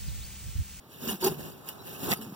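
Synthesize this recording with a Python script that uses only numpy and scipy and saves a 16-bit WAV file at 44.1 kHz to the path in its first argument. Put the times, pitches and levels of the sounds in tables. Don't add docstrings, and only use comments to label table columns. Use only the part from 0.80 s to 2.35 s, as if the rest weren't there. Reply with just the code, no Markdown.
import sys
import numpy as np
from scipy import signal
from scipy.fft import rfft, irfft
from scipy.io import wavfile

SR = 44100
rng = np.random.default_rng(int(sys.argv[2]) if len(sys.argv) > 2 else 0)


def dump(signal):
    limited = np.clip(np.atleast_2d(signal).T, -1, 1)
    pcm = np.round(limited * 32767).astype(np.int16)
    wavfile.write(sys.argv[1], SR, pcm)


N = 68355

# (full pressure at [s], rise [s/20 dB], hold [s], fall [s/20 dB],
#                grit [dB], rasp [dB], thrum [dB])
HAND_STROKES = [(0.122, 0.072, 0.028, 0.044, -51, -85, -58), (0.242, 0.092, 0.014, 0.069, -39, -52, -42),
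                (0.288, 0.061, 0.014, 0.02, -32.5, -45.5, -37),
                (0.303, 0.012, 0.015, 0.069, -34, -43, -40.5), (0.396, 0.021, 0.012, 0.02, -49, -59, -49.5),
                (0.412, 0.011, 0.01, 0.011, -34.5, -67, -43), (0.44, 0.024, 0.043, 0.017, -29, -35.5, -35),
                (0.497, 0.055, 0.031, 0.075, -41.5, -49.5, -37),
                (0.59, 0.046, 0.072, 0.19, -44.5, -52, -42.5),
                (0.878, 0.051, 0.016, 0.076, -42.5, -50.5, -71), (0.95, 0.65, 0.071, 0.11, -56, -52.5, -51),
                (1.067, 0.062, 0.092, 0.13, -43.5, -51.5, -47),
                (1.238, 0.087, 0.064, 0.016, -35.5, -43, -37),
                (1.313, 0.033, 0.0068, 0.024, -26, -33.5, -32.5),
                (1.33, 0.016, 0.0052, 0.0075, -33.5, -31.5, -34),
                (1.337, 0.01, 0.0053, 0.021, -35, -60, -58),
                (1.362, 0.038, 0.018, 0.057, -46, -51.5, -47.5), (1.413, 0.014, 0.01, 0.13, -43, -52, -46),
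                (1.538, 0.068, 0.028, .05, -51.5, -52.5, -64)]
# (start [s], length [s], first rate [slips/s], last rate [slips/s],
#                   level [dB], change over run [dB], ring [Hz])
SLIP_RUNS = [(.224, 0.041, 234, 180, -45.5, -11, 236), (.273, 0.024, 128, 340, -35, -19, 200),
             (.318, 0.039, 235, 143, -35.5, -1.5, 222), (.426, 0.036, 191, 205, -28, 2, 367),
             (.464, 0.0177, 356, 450, -23.5, -10, 417), (.445, 0.038, 228, 180, -35, -5, 238),
             (.484, 0.033, 146, 162, -37, -5, 159), (.505, 0.045, 182, 210, -43.5, -11.5, 380),
             (.545, 0.061, 165, 130, -46.5, -4, 149), (.665, 0.055, 160, 170, -48, -18, 164),
             (1.264, 0.023, 190, 219, -34.5, 28, 347), (1.304, 0.043, 213, 194, -35.5, -21, 187),
             (1.39, 0.071, 218, 227, -42.5, -5, 256), (1.459, 0.068, 125, 38, -41.5, 0.5, 178)]
# (time [s], rise [s], decay [s], level [dB], pitch [Hz])
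FLAKE_SNAPS = [(0.236, 0.00091, 0.0041, -45.5, 5500), (.278, 0.0013, 0.0051, -38, 5200),
               (0.445, 0.002, 0.0045, -29, 6800), (0.447, 0.00067, 0.0027, -23.5, 13800),
               (0.4645, 0.0025, 0.014, -29, 802), (0.4714, .001, 0.0021, -30.5, 5800),
               (0.8882, 0.000068, 0.0041, -30.5, 13500), (0.8904, .001, 0.01, -42.5, 2850),
               (1.3179, 0.00067, 0.0021, -22, 3700), (1.3309, 0.009, 0.0089, -27.5, 2000),
               (1.3358, 0.00016, 0.0016, -20, 13200)]
# (peak time [s], length [s], level [dB], pitch [Hz])
EDGE_ZINGS = [(0.301, 0.042, -39, 2910), (0.306, 0.03, -40.5, 9650), (0.307, 0.031, -40, 1010),
              (0.434, 0.015, -32, 938), (0.45, 0.039, -33, 4530), (0.466, 0.043, -53, 13300),
              (1.001, 0.037, -52.5, 3930), (1.373, 0.075, -55, 1287), (1.374, 0.019, -49, 9500)]
# (centre [Hz], width [Hz], gain [dB])
BODY_MODES = [(89, 116, -9), (159.6, 30, -1.5), (220, 130, -6), (351, 21.7, -5.5), (377, 6.6, 3.5),
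              (455, 9, -52)]
KNOCK_MODES = [(613, 12, -1), (727, 13, 2), (830, 8.4, -5), (970, 7.6, -32), (1040, 19, 5),
               (1230, 17, -0.5), (1500, 8.3, 10)]
BLADE_MODES = [(1735, 220, 6.5), (2750, 29, 13.5), (2903, 45, 4.5), (3310, 60, -10.5), (3724, 13, 9),
               (4130, 91, -21), (6860, 81, 0), (9600, 100, 3), (13340, 320, 11), (14900, 150, 8)]
# (frequency [Hz], density [dB])
GRIT_SPECTRUM = [(900, -12), (1700, -3), (2700, 3), (4000, 1), (5500, 0), (8700, -4.5), (11500, 1.5),
                 (13500, 2), (15500, 3.5)]
RASP_SPECTRUM = [(40, -75), (150, -18), (400, -1), (600, -1.5), (800, 5.5), (1250, 0.5), (1550, -6),
                 (2000, -34), (3500, -22.5)]
AIR_SPECTRUM = [(25, -22), (65, 5.5), (140, 11.5), (380, 7.5), (600, 3), (1200, 0), (2000, -8.5),
                (4000, -8.5), (8000, -21), (15000, -8.5)]

GRAINS_PER_S, GRAIN_SPREAD_DB = 5400, 2.5
CRUMBS_PER_S, CRUMB_DB, CRUMB_SPREAD_DB = 96, 7.5, 3
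CHIP_HITS_PER_S, CHIP_WIDTH_HZ, CHIP_DB, CHIP_RANGE_HZ = 18, 49, -5, (2583, 15400)
CATCHES_PER_S, CATCH_SPREAD_DB = 1200, 2
UNEVEN_DB, UNEVEN_PER_S = 0.6, 130
SLIP_JITTER, SLIP_SPREAD_DB, SLIP_RASP_DB = 0.046, 3, -14.5
SLIP_WIDTH_HZ, JUDDER_HIGHPASS_HZ = 71, 115
SNAP_WIDTH_RATIO, CRACK_DECAY_S, SNAP_GRIT_DB = 0.11, 0.00013, -2.5
ZING_WIDTH_RATIO = 0.046
AIR_DB = -53.5
FLIP_HZ, LEFT_LAG_S, TREBLE_PAN_DB, LOWPASS_HZ = 1250, 20 / SR, -2, 15800


def scrape(t):
    power = 0
    for at_s, rise_s, hold_s, fall_s, *levels_db in HAND_STROKES:
        shape_db = -20 * (np.maximum(at_s - t, 0) / rise_s + np.maximum(t - at_s - hold_s, 0) / fall_s)
        power = power + undb(np.array(levels_db)[:, None] + shape_db) ** 2
    grit_gain, rasp_gain, thrum_gain = np.sqrt(power) * undb(UNEVEN_DB * wander(UNEVEN_PER_S))
    return (grit_gain * stereo(grit, width=0.35)
            + rasp_gain * stereo(rasp, width=0.7)
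            + thrum_gain * stereo(thrum, width=0.77))


def grit():
    cracks = clicks(GRAINS_PER_S, GRAIN_SPREAD_DB)
    cracks += undb(CRUMB_DB) * clicks(CRUMBS_PER_S, CRUMB_SPREAD_DB)
    crunch = colour(cracks, GRIT_SPECTRUM) + resonate(cracks, BLADE_MODES)
    chips = sum(ring(clicks(CHIP_HITS_PER_S, CRUMB_SPREAD_DB), hz, CHIP_WIDTH_HZ)
                for hz in rng.uniform(*CHIP_RANGE_HZ, size=40))
    return unit(crunch) + undb(CHIP_DB) * unit(colour(chips, GRIT_SPECTRUM))


def rasp():
    catches = clicks(CATCHES_PER_S, CATCH_SPREAD_DB)
    return colour(catches, RASP_SPECTRUM) + resonate(catches, KNOCK_MODES)


def thrum():
    shake = resonate(clicks(CATCHES_PER_S, CATCH_SPREAD_DB), BODY_MODES)
    return signal.sosfilt(signal.butter(2, [70, 650], "band", fs=SR, output="sos"), shake)


def judders():
    out = np.zeros(N)
    for start_s, length_s, first_per_s, last_per_s, db, change_db, hz in SLIP_RUNS:
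        slips, slip_s = np.zeros(N), start_s
        for late, size in rng.standard_normal((40, 2)):
            progress = (slip_s - start_s) / length_s
            if progress < 1 and slip_s * SR < N - 1:
                slips[int(slip_s * SR)] = undb(change_db * progress + SLIP_SPREAD_DB * size)
                slips_per_s = first_per_s + (last_per_s - first_per_s) * progress
                slip_s += (1 + SLIP_JITTER * late) / slips_per_s
        body = unit(ring(ring(slips, hz, SLIP_WIDTH_HZ), hz, 4 * SLIP_WIDTH_HZ))
        scratch = undb(SLIP_RASP_DB) * unit(colour(slips, RASP_SPECTRUM))
        gain = undb(db) * np.sqrt(length_s * SR / N)
        out += gain * (body + scratch)
    return signal.sosfilt(signal.butter(3, JUDDER_HIGHPASS_HZ, "high", fs=SR, output="sos"), out)


def snaps(t):
    out = np.zeros(N)
    for at_s, rise_s, decay_s, db, hz in FLAKE_SNAPS:
        age_s = np.maximum(t - at_s, 0)
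        strain = np.exp(np.minimum(t - at_s, 0) / rise_s)
        release = np.exp(-age_s / decay_s) + np.exp(-age_s / CRACK_DECAY_S)
        burst = strain * release * np.sign(rng.standard_normal(N))
        ping = unit(ring(burst, hz, SNAP_WIDTH_RATIO * hz))
        crunch = undb(SNAP_GRIT_DB) * unit(colour(burst, GRIT_SPECTRUM))
        gain = undb(db) * np.sqrt((rise_s + decay_s) / 2 * SR / N)
        out += gain * (ping + crunch)
    return out


def zings(t):
    out = np.zeros(N)
    for peak_s, length_s, db, hz in EDGE_ZINGS:
        width_hz = ZING_WIDTH_RATIO * hz
        tone = ring(ring(rng.standard_normal(N), hz, width_hz), hz, width_hz)
        swell = np.exp(-(2 * (t - peak_s) / length_s) ** 2)
        out += undb(db) * swell * unit(tone)
    return out


def air():
    return undb(AIR_DB) * stereo(lambda: colour(rng.standard_normal(N), AIR_SPECTRUM), width=0.26)


def clicks(per_s, spread_db):
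    size = undb(spread_db * np.clip(rng.standard_normal(N), -2.6, 2.6))
    return (rng.random(N) < per_s / SR) * size * np.sign(rng.standard_normal(N))


def wander(per_s):
    return np.interp(np.arange(N) * per_s / SR, np.arange(2000), rng.standard_normal(2000))


def ring(x, hz, width_hz):
    return signal.lfilter(*signal.iirpeak(min(hz, SR / 2 - 1), hz / width_hz, fs=SR), x)


def resonate(x, modes):
    return sum(undb(db) * ring(x, hz, width_hz) for hz, width_hz, db in modes)


def colour(x, spectrum):
    hz, db = np.array(spectrum, float).T
    bins_hz = np.maximum(np.fft.rfftfreq(4096, 1 / SR), 1)
    gain = undb(np.interp(np.log(bins_hz), np.log(hz), db))
    cepstrum = irfft(np.log(gain))
    causal_fold = np.r_[1, np.full(2047, 2), 1, np.zeros(2047)]
    impulse_response = irfft(np.exp(rfft(cepstrum * causal_fold)))
    return signal.fftconvolve(x, impulse_response)[:N]


def stereo(source, width):
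    mid, side = unit(source()), unit(source())
    return unit(mid + width * side * np.array([[1], [-1]]))


def undb(db):
    return 10 ** (np.asarray(db) / 20)


def unit(x):
    return x / np.sqrt(np.mean(x ** 2) + 1e-20)


def scene():
    t = np.arange(N) / SR
    return scrape(t) + judders() + snaps(t) + zings(t) + air()


def record(dry):
    hz = np.fft.rfftfreq(2 * N, 1 / SR)
    treble = 0.5 + 0.5 * np.tanh((hz - FLIP_HZ) / 90)
    pan = undb(TREBLE_PAN_DB * np.minimum(hz / 9000, 1) / 2)
    left_phase = np.exp(1j * treble * (np.pi - 2 * np.pi * hz * LEFT_LAG_S))
    wide = irfft(rfft(dry, 2 * N) * np.array([pan * left_phase, 1 / pan]))[:, :N]
    return signal.sosfilt(signal.ellip(10, 0.2, 80, LOWPASS_HZ, fs=SR, output="sos"), wide)


dry = scene()
out = record(dry)
dump(out)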